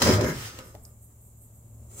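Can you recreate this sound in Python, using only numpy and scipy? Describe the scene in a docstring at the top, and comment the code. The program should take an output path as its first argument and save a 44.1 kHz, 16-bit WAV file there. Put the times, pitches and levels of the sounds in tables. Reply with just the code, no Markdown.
"""A steel sheet is pushed over a paper drawing on a wooden bench, above a faint workshop hum.
0-0.3 s: its edge catches, judders and rasps: grainy noise booms the bench modes and rings the steel.
0.3-0.8 s: it glides off in swishes of friction noise, then settles with soft clicks and wooden notes.
From 0.5 s: fingertips stroke the paper in short bright noises and thump it dully; a crease snaps at 0.85 s.
From 1.7 s: a hand starts to sweep over the paper, as swelling, smeared friction noise."""
import sys
import numpy as np
from scipy import signal
from scipy.fft import rfft, irfft
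from scipy.io import wavfile

SR = 44100
rng = np.random.default_rng(int(sys.argv[2]) if len(sys.argv) > 2 else 0)


def digitize_waveform(pressure):
    """Quantize a signal to 16-bit integers and store it at the path in sys.argv[1].

    Rows of a 2-D input are taken as channels; values are limited to [-1, 1].
    """
    field = np.atleast_2d(pressure).T
    bounded = np.clip(field, -1, 1)
    quanta = np.round(bounded * 32767).astype(np.int16)
    wavfile.write(sys.argv[1], SR, quanta)


N = 88200
T = np.arange(N) / SR

# Motor hum partials: pitch_hz, level_db
HUM_PARTIALS = [(70.5, -56), (111.4, -52), (222.8, -68.5), (588, -77.5)]
# Hum level over time: time_s, gain_db
HUM_GAIN = [(0, -0.5), (.9, -2.5), (1.4, -3.5), (1.7, -0.5), (1.82, 5), (2, -2)]
# Room air spectrum: freq_hz, density_db
AIR_SPECTRUM = [(20, -13.5), (45, -6.5), (75, -3.5), (110, -4), (160, -11.5), (250, -15), (360, -23.5),
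                (580, -22.5), (750, -27), (1150, -31.5), (1500, -41.5), (2500, -48.5), (5000, -56),
                (15500, -60)]
# Room air level over time: time_s, gain_db
AIR_GAIN = [(0, 6), (.85, 5), (1, 0), (1.55, 2), (1.72, 4), (2, 6.5)]
# Thin steady hiss spectrum: freq_hz, density_db
HISS_SPECTRUM = [(300, -32), (3000, -26), (5700, -27.5), (6200, -25), (6700, -3), (7700, -0.5),
                 (9200, -9.5), (13000, -3), (15500, -9.5)]
HUM_WAVER_RAD, AIR_DB, HISS_DB = .12, -58, -63

# Fingertip strokes on the paper: start_s, length_s, level_db
FINGER_STROKES = [(.525, .07, -79), (0.633, 0.043, -55.5), (0.821, 0.036, -53.5), (1.008, 0.04, -56),
                  (1.197, .075, -59), (1.36, .04, -63), (1.403, .05, -57.5), (1.533, 0.038, -61.5)]
# Fingertip friction spectrum: freq_hz, density_db
FINGER_SPECTRUM = [(300, -29), (3000, -31), (6000, -26), (7300, -6), (8200, 8.5), (9500, -3.5),
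                   (11000, 0.5), (13300, 7.5), (14300, -22), (16000, -22)]
# Hand sweep level over time: time_s, level_db
PALM_LEVEL = [(1.72, -65.5), (1.885, -61.5), (1.905, -54), (1.955, -48.5), (1.985, -41), (2, -39)]
# Palm friction spectrum: freq_hz, density_db
PALM_SPECTRUM = [(100, 0), (450, 2), (1200, -7.5), (2500, -14), (5000, -14), (6300, -3.5), (7800, 4.5),
                 (9500, -2.5), (11000, -15.5), (15500, -6.5)]
STROKE_ATTACK_S, STROKE_RELEASE_T60_S = .018, .23
FINGER_LEFT_MINUS_RIGHT_DB, PALM_LEFT_MINUS_RIGHT_DB = -2, 1

# Soft knocks of the settling sheet:
# start_s, note_db, note_hz, note_t60_s, click_db, click_t60_s, click_tilt_db_per_octave
SETTLING_TAPS = [(.5885, -47.5, 519, 0.33, -35, 0.029, -1), (0.7436, -41.5, 520, 0.024, -66.5, .02, -2),
                 (0.7508, -31.5, 590, 0.021, -44, 0.016, -0.5)]
# Dull wooden tail spectrum: freq_hz, density_db
WOOD_SPECTRUM = [(150, -23), (400, 5), (600, -2.5), (850, -3), (1200, -13), (1800, -29), (2500, -43),
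                 (15000, -34)]
WOOD_DB, WOOD_T60_S = -11, .074  # dB relative to the note

# Snap of a paper crease: start_s, level_db, t60_s
CREASE_SNAPS = [(.852, -38.5, 0.0094)]
# Crease spectrum: freq_hz, density_db
SNAP_SPECTRUM = [(300, -26.5), (3300, -28), (4900, 5), (6000, -3), (7700, 2.5), (9000, -17), (15000, -12)]
# Glides of the flat face, then two dull finger thumps on the paper (0.864 and 1.1 s):
# peak_s, rise_s, fall_s, level_db, tilt_db_per_octave
GLIDES_AND_THUMPS = [(.36, 0.031, 0.013, -40.5, -12.5), (0.453, 0.11, 0.041, -40, -0.5),
                     (.55, .02, 0.06, -51, -0.5), (0.601, 0.018, 0.01, -45.5, -6.5),
                     (0.864, 0.021, 0.037, -63, -9), (1.1, 0.013, 0.027, -65.5, -10.5)]
# Paper spectrum: freq_hz, density_db
PAPER_SPECTRUM = [(80, -1.5), (400, -6), (750, -2.5), (1700, 2), (3000, 2.5), (5000, -0.5), (7800, 1.5),
                  (10000, -5.5), (15500, -4)]
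GLIDE_RING_DB = -9

# Corner rasp: peak_s, rise_s, fall_s, level_db
CORNER_RASPS = [(.295, .04, 0.017, -33)]
# Corner scratch spectrum: freq_hz, density_db
CORNER_SPECTRUM = [(300, -27.5), (800, -8), (1300, -2), (1500, 4.5), (1700, 9.5), (2200, 3), (2500, -17),
                   (4600, -40.5), (5000, -4.5), (7200, -4.5), (8500, -29), (10200, -11), (15500, -16)]

# Judder of the sheet on the bench: time_s, pitch_hz, level_db
JUDDER_TRACK = [(.04, 85, -42.5), (.08, 92, -26.5), (0.128, 102, -23.5), (.2, 92, -33.5), (.235, 125, -34),
                (.29, 155, -31.5), (.335, 145, -38), (.375, 112, -40), (.46, 105, -49.5), (.55, 105, -68),
                (.7, 105, -90)]
JUDDER_WIDTH_HZ = 60

# Drag of the sheet: time_s, rumble_db, scrape_db
DRAG_LEVELS = [(0, -31.5, -35), (.016, -28.5, -33), (.021, -16, -27), (.052, -28, -28),
               (.064, -16.5, -30.5), (.11, -17, -31.5), (.14, -22.5, -29.5), (.175, -30, -45),
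               (.195, -24, -78.5), (.228, -25.5, -47), (.246, -22.5, -33.5), (.268, -28.5, -69),
               (.295, -32, -42), (.35, -39.5, -66), (.42, -53.5, -63), (.52, -54.5, -58.5),
               (.61, -49.5, -63.5), (.72, -63, -66), (.95, -85, -100)]
# Hard catches of the edge: start_s, thud_db, clink_db
EDGE_KNOCKS = [(0.019, -37.5, -16), (0.0605, -21.5, -37.5), (0.069, -21, -24.5), (0.0917, -34, -30.5),
               (0.1345, -53, -34), (0.191, -22.5, -64), (0.209, -24.5, -30.5), (0.2795, -37.5, -38),
               (0.649, -48, -69)]
# Bench top and flexing sheet spectrum: freq_hz, density_db
BENCH_SPECTRUM = [(20, -50.5), (38, -41.5), (55, -9.5), (85, 3), (135, -4.5), (200, -2), (300, -4),
                  (390, 3), (480, -2), (600, -6.5), (690, -11.5), (820, -14.5), (1000, -11), (1290, -16),
                  (1600, -20), (2100, -19.5), (2600, -25.5), (5000, -47.5), (16000, -66.5)]
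# Low resonances of the bench with the sheet on it: pitch_hz, level_db, t60_s
BENCH_RESONANCES = [(104, 0, .22), (151, -3, .22), (185, -3, .22), (228, -3, .22), (266, 0, .25),
                    (329, -3, .22), (383, 0, .18), (507, 2, .22), (589, 1, .2), (621, -5, .22)]
# Scraping edge spectrum: freq_hz, density_db
EDGE_SPECTRUM = [(100, -29.5), (700, -7), (1400, 1), (2600, -8), (4000, -2), (4680, -5), (4900, 3),
                 (5250, 1), (6200, -2.5), (7500, -4), (9000, -12), (11000, -11), (13000, -15.5),
                 (15500, -10.5)]
# Resonances of the steel: pitch_hz, level_db, t60_s
STEEL_RESONANCES = [(985, -3, .25), (1195, -1, .35), (1265, 2, .4), (1315, 0, .35), (1470, -3, .25),
                    (1853, -1, .35), (2130, -5, .25), (2789, -8, .3), (4100, -8, .2), (4840, -2, .4),
                    (4905, -2, .4), (4958, 0, .45), (5141, 2, .32), (5330, -2, .32), (5520, -3, .2),
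                    (5880, -3, .2), (6174, -1, .28), (8183, -7, .22)]
CATCHES_PER_S, CATCH_SPREAD_DB, SMOOTH_SHARE = 800, 3.6, .3
THUD_T60_S, CLINK_T60_S = .083, .048
STRIKE_DB, STRIKE_T60_S = 3, .002  # dB relative to the thud
RUMBLE_DB, BOOM_DB, RING_DB = -2.5, -9.5, -3.5
DIRECT_DB, CLATTER_T60_S = -10, .025
SHIMMER_DB, SHIMMER_T60_S = -3.5, .26

# Stereo width: freq_hz, side_minus_mid_db
STEREO_WIDTH = [(60, -13), (200, -25), (380, -20.5), (560, -6), (750, -5.5), (1290, -1), (2400, 0.5),
                (5000, 1), (15000, 1)]
# Colour difference of the two microphones: freq_hz, left_minus_right_db
MICROPHONE_LEAN = [(60, 0.5), (200, 1.5), (380, 0), (750, -2), (1300, 0.7), (2400, 1.7), (4400, -1.5),
                   (8000, -1), (10000, -4), (14500, 2)]
# Room decay: freq_hz, t60_s
ROOM_DECAY = [(100, 0.38), (500, 0.4), (2000, 0.44), (6000, 0.21), (15000, 0.11)]
ROOM_DB, LOW_CUT_HZ, CUT_HZ = -11.5, 38, 15800


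def amp(db):
    """Decibels to gain."""
    return 10 ** (np.asarray(db) / 20)


def unit(x):
    """Scales to rms 1."""
    return x / np.sqrt(np.mean(x ** 2) + 1e-20)


def read(points, hz):
    """Interpolates a table on a log-frequency axis."""
    freq_hz, value = np.transpose(points)
    return np.interp(np.log(hz + 1), np.log(freq_hz), value)


def level(points, index=1):
    """Gain over time from a column of dB."""
    rows = np.array(points)
    return amp(np.interp(T, rows[:, 0], rows[:, index]))


def through(x, response):
    """Convolves both channels with a response."""
    return signal.fftconvolve(np.atleast_2d(x), np.atleast_2d(response), axes=1)[:, :N]


def colour(x, points, tilt_db=0, size=4096):
    """Minimum-phase filter of unit energy with the given spectrum and tilt per octave."""
    hz = np.abs(np.fft.fftfreq(size, 1 / SR))
    octaves = np.log2(np.maximum(hz, 300) / 1000)
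    gain = amp(read(points, hz) + tilt_db * octaves)
    gain = gain * np.where(hz > CUT_HZ + 800, .1, 1)
    taps = np.fft.ifft(np.exp(np.conj(signal.hilbert(np.log(gain))))).real
    return through(x, taps / np.linalg.norm(taps))


def spread(z):
    """Two unrelated signals become left and right: bass nearly mono, treble wide."""
    size = z.shape[1]
    side = amp(read(STEREO_WIDTH, np.fft.rfftfreq(size, 1 / SR)))
    a, b = rfft(z)
    left_right = np.array([a + side * b, a - side * b])
    return irfft(left_right / np.sqrt(1 + side ** 2), size)


def noise():
    """Stereo noise, white in each channel."""
    return spread(rng.standard_normal((2, N)))


def friction(per_s, spread_db, smooth):
    """Tiny catches of uneven size over a smooth hiss; smooth is the hiss share of power."""
    happens = rng.random(N) < per_s / SR
    size = amp(spread_db * np.minimum(rng.exponential(1, N), 3)) * happens
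    grit = np.sqrt(signal.lfilter([1], [1, -.9], size ** 2))
    smooth = np.clip(smooth, 0, 1)
    return noise() * np.sqrt(smooth + (1 - smooth) * unit(grit) ** 2)


def dying(start_s, t60_s):
    """Sudden start and exponential decay."""
    return (T >= start_s) * amp(-60 * np.maximum(T - start_s, 0) / t60_s)


def swell(peak_s, rise_s, fall_s):
    """Gaussian rise and fall around a peak."""
    widths = np.where(T < peak_s, (peak_s - T) / rise_s, (T - peak_s) / fall_s)
    return np.exp(-widths ** 2 / 2)


def ringing(modes):
    """Unit-energy response of decaying modes; higher ones reach left and right out of step."""
    out = np.zeros((2, N))
    for hz, db, t60_s in modes:
        start_phase = 2 * np.pi * rng.random()
        offset = np.arctan(amp(read(STEREO_WIDTH, hz))) * rng.choice([-1, 1])
        phase = start_phase + np.array([[1], [-1]]) * offset
        out += amp(db) * unit(dying(0, t60_s) * np.sin(2 * np.pi * hz * T + phase))
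    return unit(out) / np.sqrt(N)


def scatter(x, t60_s):
    """Decaying noise response: many close resonances that die away together."""
    return through(x, unit(noise() * dying(0, t60_s)) / np.sqrt(N))


def workshop():
    """Phase-wavering sines of a motor hum over room air and hiss."""
    hum = np.zeros(N)
    for hz, db in HUM_PARTIALS:
        waver = unit(signal.resample(rng.standard_normal(24), N))
        turns = hz * T + rng.random()
        hum += amp(db) * unit(np.sin(2 * np.pi * turns + HUM_WAVER_RAD * waver))
    air = amp(AIR_DB) * colour(noise(), AIR_SPECTRUM) * level(AIR_GAIN)
    hiss = amp(HISS_DB) * colour(noise(), HISS_SPECTRUM)
    return hum * level(HUM_GAIN) + air + hiss


def hand():
    """Skin friction: short fingertip strokes, then the palm sweeping over the paper."""
    sides = np.array([[.5], [-.5]])
    touch = np.zeros(N)
    for start_s, length_s, db in FINGER_STROKES:
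        attack = np.clip((T - start_s) / STROKE_ATTACK_S, 0, 1)
        released_s = np.maximum(T - start_s - length_s, 0)
        touch += amp(db - 60 * released_s / STROKE_RELEASE_T60_S) * attack
    strokes = colour(friction(3000, 2.5, .41) * touch, FINGER_SPECTRUM)
    sweep = scatter(friction(1963, 3.9, .5) * level(PALM_LEVEL), t60_s=.039)
    sweep = colour(sweep, PALM_SPECTRUM)
    return (strokes * amp(FINGER_LEFT_MINUS_RIGHT_DB * sides)
            + sweep * amp(PALM_LEFT_MINUS_RIGHT_DB * sides))


def taps():
    """Each soft knock is a click, one short wooden note and a dull tail from the bench."""
    out = np.zeros((2, N))
    for start_s, db, hz, t60_s, click_db, click_t60_s, tilt_db in SETTLING_TAPS:
        out += amp(db) * dying(start_s, t60_s) * np.sin(2 * np.pi * hz * (T - start_s))
        click = noise() * amp(click_db) * dying(start_s, click_t60_s)
        out += colour(click, PAPER_SPECTRUM, tilt_db)
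        tail = noise() * amp(db + WOOD_DB) * dying(start_s, WOOD_T60_S)
        out += colour(tail, WOOD_SPECTRUM)
    return out


def paper():
    """Swells of grainy noise for glides and finger thumps, with a faint steel ring; a crease snaps."""
    swishes = np.zeros((2, N))
    for peak_s, rise_s, fall_s, db, tilt_db in GLIDES_AND_THUMPS:
        swish = friction(2200, 3, .6) * amp(db) * swell(peak_s, rise_s, fall_s)
        swishes += colour(swish, PAPER_SPECTRUM, tilt_db)
    ring = amp(GLIDE_RING_DB) * through(swishes[0], ringing(STEEL_RESONANCES))
    snap = noise() * sum(amp(db) * dying(start_s, t60_s) for start_s, db, t60_s in CREASE_SNAPS)
    return swishes + ring + colour(snap, SNAP_SPECTRUM)


def rasp():
    """A corner of the sheet scratches along the paper: sparse catches, smeared."""
    push = sum(amp(db) * swell(peak_s, rise_s, fall_s)
               for peak_s, rise_s, fall_s, db in CORNER_RASPS)
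    return scatter(colour(friction(400, 4.0, .25) * push, CORNER_SPECTRUM), t60_s=.065)


def judder():
    """A low tone, unsteady in pitch and level, follows the speed of the juddering."""
    times_s, pitch_hz, _ = np.transpose(JUDDER_TRACK)
    smooth = signal.butter(2, JUDDER_WIDTH_HZ / 2, fs=SR, output="sos")
    wobble = unit(signal.sosfilt(smooth, rng.standard_normal(N)))
    hz = np.interp(T, times_s, pitch_hz) + JUDDER_WIDTH_HZ / 4 * wobble
    turns = np.cumsum(hz) / SR
    shudder = unit(signal.sosfilt(smooth, rng.standard_normal(N)))
    tone = np.sin(2 * np.pi * turns) * (1 + .4 * shudder)
    return unit(tone) * level(JUDDER_TRACK, index=2)


def sheet():
    """The dragging edge and its hard catches shake the bench and ring the steel."""
    push = friction(CATCHES_PER_S, 2.5, .6) * level(DRAG_LEVELS, index=1)
    scrape = friction(CATCHES_PER_S, CATCH_SPREAD_DB, SMOOTH_SHARE) * level(DRAG_LEVELS, index=2)
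    thuds = sum(amp(db) * dying(start_s, THUD_T60_S) for start_s, db, _ in EDGE_KNOCKS)
    clinks = sum(amp(db) * dying(start_s, CLINK_T60_S) for start_s, _, db in EDGE_KNOCKS)
    blows = sum(amp(db + STRIKE_DB) * dying(start_s, STRIKE_T60_S) for start_s, db, _ in EDGE_KNOCKS)
    push = push + noise() * thuds
    scrape = scrape + noise() * clinks

    rumble = amp(RUMBLE_DB) * colour(push, BENCH_SPECTRUM)
    boom = through(amp(BOOM_DB) * push.mean(0) + blows, ringing(BENCH_RESONANCES))
    edge = colour(scrape, EDGE_SPECTRUM)
    clatter = amp(DIRECT_DB) * edge + scatter(edge, CLATTER_T60_S)
    shimmer = amp(SHIMMER_DB) * scatter(edge, SHIMMER_T60_S)
    ring = amp(RING_DB) * through(scrape[0], ringing(STEEL_RESONANCES))
    return rumble + boom + clatter + shimmer + ring


def room(x):
    """A short diffuse tail, each band dying at its own speed."""
    hz, time_s, z = signal.stft(noise(), SR, nperseg=256)
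    decay = amp(-60 * time_s / read(ROOM_DECAY, hz)[:, None])
    tail = signal.istft(z * decay, SR, nperseg=256)[1][:, :N]
    onset = np.minimum(T / .0058, 1)
    return through(x, unit(tail * onset) / np.sqrt(N))


def scene():
    """The near sounds with a low cut, their room tail and the background."""
    background = workshop()
    near = hand() + taps() + paper() + rasp() + judder() + sheet()
    near = signal.sosfilt(signal.butter(4, LOW_CUT_HZ, "high", fs=SR, output="sos"), near)
    return background + near + amp(ROOM_DB) * room(near)


def record(dry):
    """The two microphones differ a little in colour; then the band limit."""
    lean_db = read(MICROPHONE_LEAN, np.fft.rfftfreq(N, 1 / SR)) * np.array([[.5], [-.5]])
    heard = irfft(rfft(dry) * amp(lean_db), N)
    low_pass = signal.firwin(801, CUT_HZ, window=("kaiser", 9), fs=SR)
    return signal.oaconvolve(heard, low_pass[None], "same")


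dry = scene()
out = record(dry)
digitize_waveform(out)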